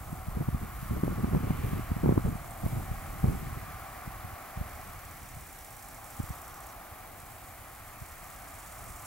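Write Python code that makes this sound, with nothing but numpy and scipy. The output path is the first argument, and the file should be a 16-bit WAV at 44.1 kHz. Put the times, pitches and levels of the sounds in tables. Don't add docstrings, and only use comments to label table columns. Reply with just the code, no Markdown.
import sys
import numpy as np
from scipy import signal
from scipy.fft import rfft, irfft
from scipy.io import wavfile
from scipy.ndimage import uniform_filter1d

SR = 44100
rng = np.random.default_rng(int(sys.argv[2]) if len(sys.argv) > 2 else 0)


def transcribe(signal):
    frames = np.atleast_2d(signal).T
    limited = np.clip(frames, -1, 1)
    pcm = np.round(limited * 32767).astype(np.int16)
    wavfile.write(sys.argv[1], SR, pcm)


N = 399546
TIME = np.arange(N) / SR
BINS = np.fft.rfftfreq(N, 1 / SR)

# (frequency [Hz], left-right likeness [0-1], lead of the left port [rad])
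FIELD_PORTS = [(100, 1, -0.098), (302, 0.72, 0.61), (474, 0.15, 0.99), (720, 0.99, 0.44), (925, 0.83, 0.79),
               (1110, 1, 0.86), (2200, 0.67, 0.25), (3430, 0.71, 1), (6000, 0.17, 0.17),
               (10300, 0.32, 0.36), (12700, 0.83, -0.69), (15500, 0.84, 0)]
INSECT_PORTS = [(5000, 1, 0.27), (11000, 0.99, -.1)]
WIND_PORTS = [(30, 1, 0.2), (101, 0.99, 0.38), (199, 0.69, 1.07), (540, 0.67, 2.14), (1000, 0.39, 2)]

# (frequency [Hz], level [dB])
ROAR_COLOUR = [(60, -13.5), (280, -7.5), (400, -10.5), (530, -8.5), (680, -2), (790, -1.5), (930, -7),
               (1100, 0), (1260, -2), (1550, -8.5), (2300, -10.5), (2620, -18), (3600, -24.5),
               (6000, -24.5)]
# (time [s], level [dB])
ROAR_MID_LEVEL = [(0, -52), (1.3, -47.5), (2.8, -51.5), (3.8, -48.5), (4.9, -51.5), (5.6, -58.5),
                  (6.4, -50), (7.1, -54.5), (8.05, -54.5), (9.05, -51)]
# (peak time [s], half-width [s], level [dB])
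ROAD_SWELLS = [(0.1, 0.47, -54), (1.3, 0.37, -58), (2.75, 0.81, -50), (3.95, 0.18, -52),
               (4.53, 0.34, -50.5), (6.6, 0.68, -54), (8.6, 0.32, -56.5)]
TREE_SWELLS = [(1.6, 0.94, -50), (2.95, 0.2, -51.5), (3.55, 0.52, -49.5), (4.6, 0.67, -50.5),
               (6.4, 1, -55.5), (8.45, 0.87, -53)]
# (time [s], pitch [Hz])
TYRE_PITCH = [(0, 734), (2.4, 725), (3.05, 792), (4.5, 729), (6.3, 792.6), (8.6, 703)]
# (frequency [Hz], level [dB])
BUZZ_COLOUR = [(4000, -21), (6200, -6), (7200, -0.5), (8300, -0.5), (10000, -1), (14000, -14.5)]
# (start [s], length [s], level [dB])
BUZZ_BOUTS = [(0.05, 0.12, -62.5), (2.25, 1.25, -63.5), (5.3, 1.1, -64), (7.2, 2.4, -63.5),
              (8.7, 0.46, -57.5)]

# (frequency [Hz], level [dB])
GRASS_COLOUR = [(1500, -6.5), (3000, -3.5), (5300, -7.5), (7500, -3.5), (10000, -1), (13500, 1.5),
                (15000, -2.5), (16000, -4)]
STEM_COLOUR = [(1000, -24), (2000, 7), (3000, 4), (4200, -12), (8000, -28)]
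# (peak time [s], half-width [s], level [dB])
GRASS_WAVES = [(0.86, 0.09, -58), (1.15, 0.68, -69), (1.68, 0.11, -57.5), (2.7, 0.11, -57.5),
               (3.3, 0.14, -60.5), (6.25, 0.13, -59.5)]
# (first stroke [s], last stroke [s], rate [1/s], opening level [dB])
STROKE_RUNS = [(4.694, 5.946, 16.8, -54), (6.043, 6.668, 16, -47), (8.002, 9.022, 16.7, -54.5)]
# (frequency [Hz], level [dB])
DOWN_STROKE_COLOUR = [(3000, -37), (5000, -23), (6500, -14), (7400, 0), (9300, -5), (11000, -8.5),
                      (16000, -1.5)]
RETURN_COLOUR = [(3000, -15), (4800, -9), (5700, 2), (6600, -2.5), (8000, -1), (11000, -5), (16000, -17)]

# (frequency [Hz], level [dB])
LIGHT_AIR_COLOUR = [(10, -46), (25, 1), (55, 4), (100, 1), (160, -6), (250, -18.5), (400, -24), (3000, -77)]
FULL_GUST_COLOUR = [(22, -35), (55, -2), (120, 1), (200, -4), (320, -11.5), (600, -21.5), (1200, -35),
                    (2500, -52), (6000, -85)]
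# (time [s], level [dB])
BREEZE_LEVEL = [(0, -43), (1.9, -38), (2.45, -44.5), (3.0, -40.5), (3.55, -39.5), (3.9, -49), (4.45, -58),
                (4.75, -46), (5.65, -53), (8.0, -52), (9.05, -51.5)]
# (start [s], length [s], level [dB])
GUSTS = [(0.35, 0.063, -30.5), (0.53, 0.14, -39), (0.9, 0.88, -32.5), (1.335, 0.013, -21.5),
         (2.04, 0.063, -21), (2.164, 0.011, -23.5), (2.25, 0.063, -27), (2.635, 0.2, -33.5),
         (3.235, 0.093, -29.5), (3.33, 0.24, -41.5), (4.06, 0.28, -46.5), (4.57, 0.1, -45.5),
         (5.3, 0.12, -48), (8.82, 0.13, -47)]
# (time [s], level [dB], centre [Hz], steepness of the front [0-1])
EDDIES = [(0.13, -25.5, 146, 0), (0.286, -23, 107, 0), (0.372, -22, 147, 0), (0.487, -17.5, 136, 0.13),
          (0.548, -19, 105, 0), (0.83, -27.5, 122, 0), (0.912, -21, 150, 0), (1.036, -16, 206, 0.33),
          (1.08, -26.5, 317, 1), (1.245, -17.5, 187, 0.46), (1.349, -21.5, 160, 0.9),
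          (1.507, -16.5, 141, 0.1), (1.734, -20, 131, 0.26), (1.796, -24.5, 179, 0), (1.918, -18, 131, 0.2),
          (1.967, -21.5, 124, 0.2), (2.061, -14.5, 220, 0.46), (2.092, -13, 260, 0.53),
          (2.124, -22.5, 285, 1), (2.178, -11.5, 246, 0.06), (2.26, -17, 101, 0.15), (2.356, -26.5, 151, 0),
          (2.664, -18, 139, 0.26), (2.783, -25, 136, 0.1), (2.916, -22.5, 94, 0.13),
          (3.243, -13, 118, 0.32), (3.285, -19.5, 80, 0.15), (4.078, -28.5, 129, 0.04),
          (4.249, -31, 104, 0), (4.575, -28.5, 102, 0.2), (4.614, -22, 102, 0.1), (6.202, -21.5, 163, 0.12),
          (6.24, -31, 90, 0.2), (6.307, -26, 104, 0), (8.021, -33.5, 98, 0)]


def gain_of(db):
    return 10 ** (np.asarray(db) / 20)


def unit_rms(x):
    return x / np.sqrt(np.mean(x ** 2) + 1e-20)


def over_time(rows):
    return np.interp(TIME, *np.transpose(rows))


def over_bins(rows):
    hz, *columns = np.transpose(rows)
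    return [np.interp(np.log(BINS + 1), np.log(hz + 1), column) for column in columns]


def wander(rate_hz):
    return unit_rms(irfft(rfft(rng.standard_normal(N)) * np.exp(-(BINS / rate_hz) ** 2), N))


def port_noise(colour, ports):
    left, unrelated = rfft(rng.standard_normal((2, N)))
    likeness, lead = over_bins(ports)
    likeness = np.clip(likeness, -1, 1)
    right = (likeness * left + np.sqrt(1 - likeness ** 2) * unrelated) * np.exp(-1j * lead)
    return unit_rms(irfft(np.array([left, right]) * gain_of(over_bins(colour)[0]), N))


def steadied(x, window_s):
    power = uniform_filter1d(np.mean(x ** 2, axis=0), int(window_s * SR))
    return x / np.sqrt(np.abs(power) + 1e-12)


def bouts_db(rows, calm_db, attack_s, release_s):
    power = gain_of(calm_db) ** 2
    for start, length, db in rows:
        rise = np.clip(1 + (TIME - start) / attack_s, 0, 1)
        fall = np.exp(-np.clip((TIME - start - length) / release_s, 0, 20))
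        power = power + (gain_of(db) * rise * fall) ** 2
    return 10 * np.log10(power)


def swells_db(rows, calm_db):
    power = gain_of(calm_db) ** 2
    for peak_s, width_s, db in rows:
        power = power + gain_of(db) ** 2 * np.exp(-np.minimum(((TIME - peak_s) / width_s) ** 2, 20))
    return 10 * np.log10(power)


def far_roar(road_below_hz=930, trees_above_hz=1550, trim_db=3.5):
    roar = rfft(port_noise(ROAR_COLOUR, FIELD_PORTS))
    low = 1 / (1 + (BINS / road_below_hz) ** 16)
    high = 1 - 1 / (1 + (BINS / trees_above_hz) ** 10)
    bands = [(low, swells_db(ROAD_SWELLS, calm_db=-53)),
             (1 - low - high, over_time(ROAR_MID_LEVEL)),
             (high, swells_db(TREE_SWELLS, calm_db=-55))]
    return sum(irfft(roar * share, N) * gain_of(db + trim_db) for share, db in bands)


def tyre_drone(width_hz=64, left_lead_rad=0.9, trim_db=-3.5):
    turns = np.cumsum(over_time(TYRE_PITCH)) / SR
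    note = (wander(width_hz) + 1j * wander(width_hz)) * np.exp(2j * np.pi * turns)
    at_ports = (note * np.exp(1j * np.array([[left_lead_rad], [0]]))).real
    return at_ports * gain_of(swells_db(ROAD_SWELLS, calm_db=-np.inf) + trim_db)


def far_insects(rasp_db=3.5):
    level_db = bouts_db(BUZZ_BOUTS, calm_db=-82, attack_s=0.24, release_s=0.085)
    return port_noise(BUZZ_COLOUR, INSECT_PORTS) * gain_of(level_db + rasp_db * wander(130))


def grass(grain_db=2.0, trim_db=4.5):
    level_db = swells_db(GRASS_WAVES, calm_db=-59) + trim_db
    return port_noise(GRASS_COLOUR, FIELD_PORTS) * gain_of(level_db + grain_db * wander(500))


def near_stems(peak_s=1.65, width_s=0.26, level_db=-57, grain_db=2):
    swell = 1 / (1 + ((TIME - peak_s) / width_s) ** 2)
    return port_noise(STEM_COLOUR, FIELD_PORTS) * swell * gain_of(level_db + grain_db * wander(200))


def grasshopper(crescendo_db_per_s=7, full_effort_db=-46.8, light_touch_db=-57, return_db=-11.0):
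    rise_s, fall_s = 0.0025, 0.0055
    return_at, return_width = 0.46, 0.31
    down, back, effort = np.zeros((3, N))
    for first, last, rate, opening_db in STROKE_RUNS:
        for stroke_s in np.linspace(first, last, round((last - first) * rate) + 1):
            near = slice(int((stroke_s - 1 / rate) * SR), int((stroke_s + 2 / rate) * SR))
            t = TIME[near] - stroke_s
            down[near] += np.exp(-(t / np.where(t < 0, rise_s, fall_s)) ** 2)
            back[near] += np.exp(-((t * rate - return_at) / return_width) ** 2)
            effort_db = opening_db + crescendo_db_per_s * (stroke_s - first)
            effort[near] = gain_of(min(effort_db, full_effort_db))
    bright = port_noise(DOWN_STROKE_COLOUR, INSECT_PORTS)
    dull = port_noise(RETURN_COLOUR, INSECT_PORTS)
    ticks = down * (effort * bright + gain_of(light_touch_db) * dull)
    return ticks + effort * back * dull * gain_of(return_db)


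def rumble(light_air_db=-50, full_gust_db=-29, light_lumps_db=2, gust_lumps_db=3, trim_db=-1):
    level_db = bouts_db(GUSTS, calm_db=over_time(BREEZE_LEVEL), attack_s=0.012, release_s=0.028)
    force = np.clip((level_db - light_air_db) / (full_gust_db - light_air_db), 0, 1) ** 2
    bursts = wander(30)
    light_air = unit_rms(port_noise(LIGHT_AIR_COLOUR, WIND_PORTS) * gain_of(light_lumps_db * bursts))
    full_gust = unit_rms(port_noise(FULL_GUST_COLOUR, WIND_PORTS) * gain_of(gust_lumps_db * bursts))
    blend = np.sqrt(1 - force) * light_air + np.sqrt(force) * full_gust
    return gain_of(level_db + trim_db) * steadied(blend, window_s=0.16)


def vortex(t, hz, phase_turns):
    return (np.exp(2j * np.pi * phase_turns) * (1 - 2j * np.pi * hz * t / 2.5) ** -3).real


def buffets(crossing_turns=0.15, front_hz=480, wake_db=-11, low_cut_hz=36, trim_db=2.0):
    pressure = np.zeros((2, N))
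    for at_s, db, hz, steepness in EDDIES:
        lean, phase_ahead, phase_behind, slant = rng.random(4)
        near = slice(max(int((at_s - .05) * SR), 0), int((at_s + .05) * SR))
        crossing_s = crossing_turns / hz * (.75 + slant / 2)
        t = TIME[near] - at_s + np.array([[.5], [-.5]]) * crossing_s
        core = vortex(t, hz, lean / 4) + steepness * vortex(t, front_hz, lean / 4)
        wake = vortex(t + 1 / hz, hz * .7, phase_ahead) + vortex(t - 1 / hz, hz / 2, phase_behind)
        pressure[:, near] += gain_of(db + trim_db) * (core + gain_of(wake_db) * wake)
    return signal.sosfilt(signal.butter(1, low_cut_hz, "high", fs=SR, output="sos"), pressure)


def tearing(wind, low_hz=360, high_hz=1150, onset_db=-15, level_db=-28.0):
    smooth = signal.sosfilt(signal.butter(2, 500, fs=SR, output="sos"), wind)
    slope = np.gradient(smooth, axis=1) * SR / (2 * np.pi * 200)
    drive = abs(slope) / gain_of(onset_db)
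    shreds = np.tanh(drive ** 2 * np.minimum(drive, 1)) * rng.standard_normal((2, N))
    band = signal.butter(3, [low_hz, high_hz], "band", fs=SR, output="sos")
    band_makeup = np.sqrt(SR / 2 / (high_hz - low_hz))
    return gain_of(level_db) * band_makeup * signal.sosfilt(band, shreds)


def scene(wind_right_db=0.5, insects_right_db=4):
    rightward = np.array([[-.5], [.5]])
    wind = (rumble() + buffets()) * gain_of(wind_right_db * rightward)
    insects = (grasshopper() + far_insects()) * gain_of(insects_right_db * rightward)
    field = far_roar() + tyre_drone() + grass() + near_stems() + insects
    return field + wind + tearing(wind)


def record(dry, whine_hz=15625, whine_db=-73, picture_rate_hz=50, band_limit_hz=15850):
    flutter = 1 + np.cos(2 * np.pi * picture_rate_hz * TIME)
    whine = gain_of(whine_db) * np.sqrt(2) * np.sin(2 * np.pi * whine_hz * TIME)
    low_pass = signal.firwin(1023, band_limit_hz, window=("kaiser", 9), fs=SR)
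    return signal.oaconvolve(dry + flutter * whine, low_pass[None], "same")


dry = scene()
out = record(dry)
transcribe(out)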